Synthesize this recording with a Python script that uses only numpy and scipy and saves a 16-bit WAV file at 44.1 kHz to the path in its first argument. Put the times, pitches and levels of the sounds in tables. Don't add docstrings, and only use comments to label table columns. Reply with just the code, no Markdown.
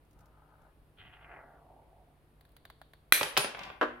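import sys
import numpy as np
from scipy import signal
from scipy.fft import rfft, irfft
from scipy.io import wavfile

SR = 44100
rng = np.random.default_rng(int(sys.argv[2]) if len(sys.argv) > 2 else 0)


def dump(signal):
    limited = np.clip(np.atleast_2d(signal).T, -1, 1)
    pcm = np.round(limited * 32767).astype(np.int16)
    wavfile.write(sys.argv[1], SR, pcm)


N = 176400

# frequency_hz, gain_db
MAT_COLOUR = [(30, -31), (70, -18), (130, -7), (220, -9), (400, -2), (800, 2), (1300, 0), (2000, -3),
              (2600, 0.5), (4000, -6), (5300, -8), (7500, -17), (12000, -12), (15500, -14)]
# pitch_hz, level_db, t60_s
SCREW_MODES = [(9898, 0, .3), (11885, -21, .28)]
# pitch_hz, level_db, t60_s
TABLE_MODES = [(128, -25, .14), (165, -25, .12), (410, -17, .18), (610, -18, .18), (775, -20, .18),
               (1165, -19, .18), (1340, -19, .18), (1580, -20, .18), (1960, -20, .18), (2530, -16, .18),
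               (3280, -19, .18)]


def amp(db):
    return 10 ** (np.asarray(db) / 20)


def read(points, hz):
    f, value = np.transpose(points)
    return np.interp(np.log(hz + 1), np.log(f), value)


def unit(x):
    return x / np.sqrt(np.mean(np.sum(x ** 2, -1)) + 1e-20)


def add(mix, start_s, sound):
    part = mix[:, round(start_s * SR):][:, :sound.shape[-1]]
    part += sound[..., :part.shape[1]]


def noise(size):
    # frequency_hz, correlation
    coherence = [(60, 0.9), (200, 0.84), (500, 0.88), (1200, 0.14), (4000, 0.23), (16000, 0.0325)]
    a, b = rfft(rng.standard_normal((2, size)))
    same = np.clip(read(coherence, np.fft.rfftfreq(size, 1 / SR)), -1, 1)
    mid, side = a * np.sqrt((1 + same) / 2), b * np.sqrt((1 - same) / 2)
    return irfft(np.array([mid + side, mid - side]), size)


def pulse(colour, tilt_db=0, cut_hz=None, size=2048):
    hz = abs(np.fft.fftfreq(size, 1 / SR))
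    gain = amp(read(colour, hz) + tilt_db * np.log2(np.maximum(hz, 200)))
    if cut_hz:
        gain = gain / np.sqrt(1 + (hz / cut_hz) ** 6)
    spectrum = np.exp(np.conj(signal.hilbert(np.log(gain))))
    return unit(np.fft.ifft(spectrum).real)


def blow(click, shake_db, shake_t60, size=6000):
    left_lag_s = .00004
    decay = amp(-60 * np.arange(size) / SR / shake_t60)
    response = amp(shake_db) * unit(noise(size) * decay)
    response[0, round(left_lag_s * SR)] += 1
    response[1, 0] += 1
    return unit(signal.fftconvolve(response, click[None], axes=1))


def ring(modes, size=30000, start_s=0):
    t = np.arange(size) / SR
    out = np.zeros((2, size))
    for hz, db, t60 in modes:
        mic_phase = rng.choice([-1, 1]) * np.array([[1], [-1]]) * min(hz / 1200, .6)
        swell = np.sin(np.pi / 2 * np.minimum(t * hz / 2, 1)) ** 2
        tone = np.sin(2 * np.pi * hz * (t + start_s) + mic_phase)
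        out += amp(db) * unit(swell * tone * np.exp(-np.log(1000) * t / t60))
    return out


def reverb(sound, size=32768, build_s=0.01):
    # frequency_hz, t60_s
    decay_times = [(100, 0.26), (400, 0.49), (1500, 0.53), (4000, 0.37), (8000, 0.33), (15000, 0.22)]
    # frequency_hz, gain_db
    colour = [(100, -2.5), (400, 8), (1200, 5), (2500, 7.5), (6000, 8.5), (10000, 10), (16000, 1.5)]
    hz, t, bands = signal.stft(noise(size), SR, nperseg=256)
    decay = np.exp(-np.log(1000) * t / read(decay_times, hz)[:, None])
    bands = bands * amp(read(colour, hz))[:, None] * decay
    build = 1 - np.exp(-np.arange(size) / SR / build_s)
    tail = signal.istft(bands, SR, nperseg=256)[1][:, :size] * build
    return signal.fftconvolve(sound, unit(tail), axes=1)


def room(sound, wet_db):
    out = amp(wet_db) * reverb(sound)
    add(out, 0, sound)
    return out


def air():
    # frequency_hz, gain_db
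    colour = [(20, -12), (33, -6), (55, 0), (80, -7), (125, -10), (200, -16), (300, -13), (450, -18),
              (700, -19), (1100, -23), (1800, -28.5), (3000, -33), (4500, -38.5), (6000, -46), (7900, -45),
              (9100, -37), (12500, -38.5), (15500, -43.5)]
    # pitch_hz, level_db
    partials = [(52, -69), (98.4, -77), (148.3, -73), (296, -85), (445.5, -85)]
    t = np.arange(N) / SR
    hiss = irfft(rfft(noise(N)) * amp(read(colour, np.fft.rfftfreq(N, 1 / SR))), N)
    knots = np.linspace(0, N / SR, num=24)
    hum = np.zeros(N)
    for hz, db in partials:
        drift = .5 * np.interp(t, knots, rng.standard_normal(len(knots)))
        hum += amp(db) * np.sqrt(2) * np.sin(2 * np.pi * hz * t + drift)
    return amp(-64.8) * hiss / hiss.std() + hum


def hand_bumps():
    # start_s, level_db
    nudges = [(.160, -31), (.215, -34), (.615, -33), (.995, -29), (1.050, -30)]
    # frequency_hz, gain_db
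    colour = [(30, -12), (90, 0), (160, -9), (400, -24), (1500, -50), (6000, -75)]
    out = np.zeros((2, N))
    for start_s, db in nudges:
        add(out, start_s, amp(db) * blow(pulse(colour), shake_db=14, shake_t60=.3))
    return out


def hand_rub(slips_per_s=1100, spread_db=5.5, edge_power=19):
    # time_s, level_db, top_hz, tilt_db_per_octave
    strokes = [
        [(.12, -82, 1300, 5), (.20, -68.5, 1400, 8), (.49, -68, 1400, 9), (.53, -64.5, 1400, 11),
         (.58, -70, 1420, 8), (.61, -65.5, 1460, 6), (.68, -65.5, 1480, 6), (.76, -82, 1500, 5)],
        [(.968, -80, 3300, 5), (.988, -55.5, 3400, 6.5), (1.04, -59, 3100, 5), (1.08, -58.5, 3100, 4.5),
         (1.108, -64, 2900, 2.5), (1.142, -56, 3200, 4), (1.19, -62.5, 2800, 0), (1.238, -54, 3100, 0.5),
         (1.27, -55, 2300, -0.5), (1.33, -51.5, 2550, 0), (1.41, -55, 2200, -2), (1.46, -58, 2000, -4),
         (1.56, -58, 1900, -6), (1.63, -61, 1150, -2), (1.80, -61, 950, 0), (1.85, -64, 920, 0),
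         (1.99, -63.5, 920, 1), (2.18, -77, 850, 0)],
    ]
    # frequency_hz, gain_db
    colour = [(150, -22), (400, -8), (520, -6), (620, 1), (800, 1), (900, -4), (1150, -2), (1380, -2),
              (1700, -3), (2200, -8), (2650, -4), (3200, -6), (6000, -12)]
    t = np.arange(N) / SR
    out = np.zeros((2, N))
    for stroke in strokes:
        time_s, db, top_hz, tilt_db = np.transpose(stroke)
        slips = (rng.random(N) < slips_per_s / SR) * rng.choice([-1, 1], N)
        slips = slips * amp(spread_db * np.clip(rng.standard_normal(N), -2, 2))
        grain = room(blow(pulse(colour), shake_db=-3, shake_t60=.03), wet_db=-8)
        friction = signal.oaconvolve(slips[None], grain, axes=1)[:, :N]
        hz, frame_s, spectra = signal.stft(friction, SR, nperseg=512)
        ratio = np.maximum(hz[:, None], 500) / np.interp(frame_s, time_s, top_hz)
        band = amp(np.interp(frame_s, time_s, tilt_db) * np.log2(ratio))
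        band /= np.sqrt(1 + ratio ** edge_power)
        band /= np.linalg.norm(band * amp(read(colour, hz))[:, None], axis=0)
        rub = signal.istft(spectra * band, SR, nperseg=512)[1][:, :N]
        envelope = amp(np.interp(t, time_s, db)) * (t > time_s[0]) * (t < time_s[-1])
        out += rub / rub.std() * envelope
    return out


def roll(start_s=3.56, end_s=3.745, bumps_per_s=260):
    t = np.arange(N) / SR
    fade = (t > start_s) * np.sqrt(np.clip((end_s - t) / (end_s - start_s), 0, 1))
    bumps = (rng.random(N) < bumps_per_s / SR) * rng.standard_normal(N) * fade
    contact = blow(pulse(MAT_COLOUR, tilt_db=-2, cut_hz=3060), shake_db=-.5, shake_t60=.019)
    response = room(contact, wet_db=2)
    add(response, 0, ring(TABLE_MODES))
    add(response, 0, amp(-21) * unit(ring(SCREW_MODES[1:])))
    return amp(-28) * signal.oaconvolve(bumps[None], response, axes=1)[:, :N]


def bounces(spin_hz=7, spin_depth=.6):
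    # start_s, level_db, tilt_db_per_octave, cut_hz, ring_db
    impacts = [(3.212, -0.5, -2.9, 7000, -28), (3.2310, -2, 1.7, 9250, -10), (3.3682, 2, 3, 3810, -28),
               (3.375, 6.5, 1.6, 15900, -10), (3.3797, -7, -4, 1510, -35), (3.4460, -5.5, -1.5, 9200, -36),
               (3.5484, -14, 2, 2670, -40), (3.592, -18, 1, 6840, -42), (3.61, -27, -16, 4000, -47),
               (3.634, -20, 4, 5510, -47), (3.653, -30, 7.5, 4060, -51), (3.675, -27, -9, 4000, -42),
               (3.7016, -17.5, -2.5, 3430, -42)]
    out = np.zeros((2, N))
    for start_s, db, tilt_db, cut_hz, ring_db in impacts:
        hit = blow(pulse(MAT_COLOUR, tilt_db, cut_hz), shake_db=3.5, shake_t60=.042)
        add(out, start_s, amp(db) * room(hit, wet_db=-7))
        add(out, start_s, amp(db) * ring(TABLE_MODES))
        ping = ring(SCREW_MODES, start_s=start_s)
        spin = 1 - spin_depth * np.cos(2 * np.pi * spin_hz * np.arange(ping.shape[1]) / SR)
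        add(out, start_s, amp(db + ring_db) * spin * ping)
    return out


def thud(pan_db=.4):
    # start_s, level_db
    impacts = [(3.8129, 3.5), (3.8188, -7), (3.8289, 0)]
    # frequency_hz, gain_db
    colour = [(60, -60), (130, -25), (280, -3), (520, -1), (640, -2), (870, -4.5), (1150, 0.5), (1480, 3),
              (2250, -13), (3100, -14.5), (5000, -32.5), (8000, -44.5), (16000, -45)]
    # pitch_hz, level_db, t60_s
    modes = [(244.6, -18.5, 1), (304, -10.5, .3), (353, -19, 0.9), (458, -9.5, .23), (532, -12, .28),
             (621, -3, 0.15), (1024, -22, 0.24), (1156, -10, .18), (1325, -25, 0.26), (1472, -15, 0.17),
             (1625, -15.5, .24)]
    out = np.zeros((2, N))
    for start_s, db in impacts:
        hit = blow(pulse(colour), shake_db=7.5, shake_t60=.093)
        add(out, start_s, amp(db) * room(hit, wet_db=-11))
    add(out, impacts[0][0], amp(3.5) * ring(modes))
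    return out * amp([[pan_db], [-pan_db]])


def jaws():
    # start_s, level_db
    scrapes = [(.050, -54), (.110, -46), (.131, -48), (.190, -43), (.207, -44), (.258, -44), (.619, -50)]
    # frequency_hz, gain_db
    scrape_colour = [(300, -6), (1500, -3), (4000, -6), (6000, -1), (8000, -7), (11000, -2), (16000, -5)]
    # start_s, level_db, tilt_db_per_octave
    slips = [(2.41, -36.5, 1), (2.452, -39, 0.5), (2.491, -45, 4), (2.519, -43, 6), (2.566, -30, 1.5),
             (2.6529, -25.5, -0.5), (2.701, -25.5, -1), (2.8157, -26, -1.5), (2.9350, -29.5, -1.5)]
    # frequency_hz, gain_db
    slip_colour = [(150, -24), (480, -15), (640, 0), (880, -1), (1300, -7), (1650, 2), (1950, -4),
                   (2500, -15), (3500, -9), (4500, -8), (5200, -25), (8000, -26), (11000, -13),
                   (13500, -18), (15500, -15)]
    # frequency_hz, gain_db
    ring_colour = [(2400, -13), (3400, 1.5), (3900, 0), (4550, 1), (5200, -42.5)]
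    out = np.zeros((2, N))
    for start_s, db in scrapes:
        add(out, start_s, amp(db) * blow(pulse(scrape_colour), shake_db=6, shake_t60=.05))
    for start_s, db, tilt_db in slips:
        tick = pulse(slip_colour, tilt_db)
        add(out, start_s, amp(db) * blow(tick, shake_db=9, shake_t60=.022))
        add(out, start_s, amp(db - 9) * blow(tick, shake_db=15, shake_t60=.06))
        ringing = blow(pulse(ring_colour), shake_db=20, shake_t60=.45, size=20000)
        add(out, start_s, amp(db - 13) * ringing)
    return room(out, wet_db=-20)[:, :N]


def snap():
    # start_s, level_db, tilt_db_per_octave
    impacts = [(3.1233, 12, -1), (3.1249, 8, 4), (3.1249, 7, 0.5), (3.1265, -4, 5.5), (3.1348, -4, 4.5)]
    # frequency_hz, gain_db
    colour = [(30, -42), (130, -36), (220, -16.5), (340, -4), (850, -9), (1250, -4), (1600, 2), (2000, 1.5),
              (2450, -2), (2900, -5.5), (4200, -1), (5000, -15.5), (6100, -6.5), (7300, -17), (8300, -7),
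              (10500, -4), (12700, -0.5), (14000, -7), (15500, -8.5)]
    # pitch_hz, level_db, t60_s
    damped_modes = [(1614, -6.5, 0.0076), (2057, -5, 0.013), (2452, -4, 0.023), (3290, -11, 0.028),
                    (4080, -17, 0.015)]
    # pitch_hz, level_db, t60_s
    steel_modes = [(1563, -17, .22), (2401, -11, .42), (3350, -18, .25), (3915, -19, .25), (4085, -21, .25),
                   (6000, -23, .33), (6385, -25, .26), (9912, -20, .42), (11865, -15, .4),
                   (11905, -21, .42), (12533, -20, .22)]
    out = np.zeros((2, N))
    for start_s, db, tilt_db in impacts:
        add(out, start_s, amp(db) * blow(pulse(colour, tilt_db), shake_db=3, shake_t60=.0047))
    crack_s, crack_db, _ = impacts[0]
    add(out, crack_s, amp(crack_db - 4) * ring(damped_modes, size=2000))
    add(out, crack_s, amp(7.5) * reverb(pulse(colour, tilt_db=1)[None]))
    add(out, crack_s, amp(8.5) * ring(steel_modes))
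    return out


def scene():
    return air() + hand_bumps() + hand_rub() + jaws() + snap() + bounces() + roll() + thud()


def record(dry):
    low_pass = signal.firwin(161, cutoff=16100, window=("kaiser", 9), fs=SR)
    return signal.oaconvolve(np.tanh(dry), low_pass[None], "same")


dry = scene()
out = record(dry)
dump(out)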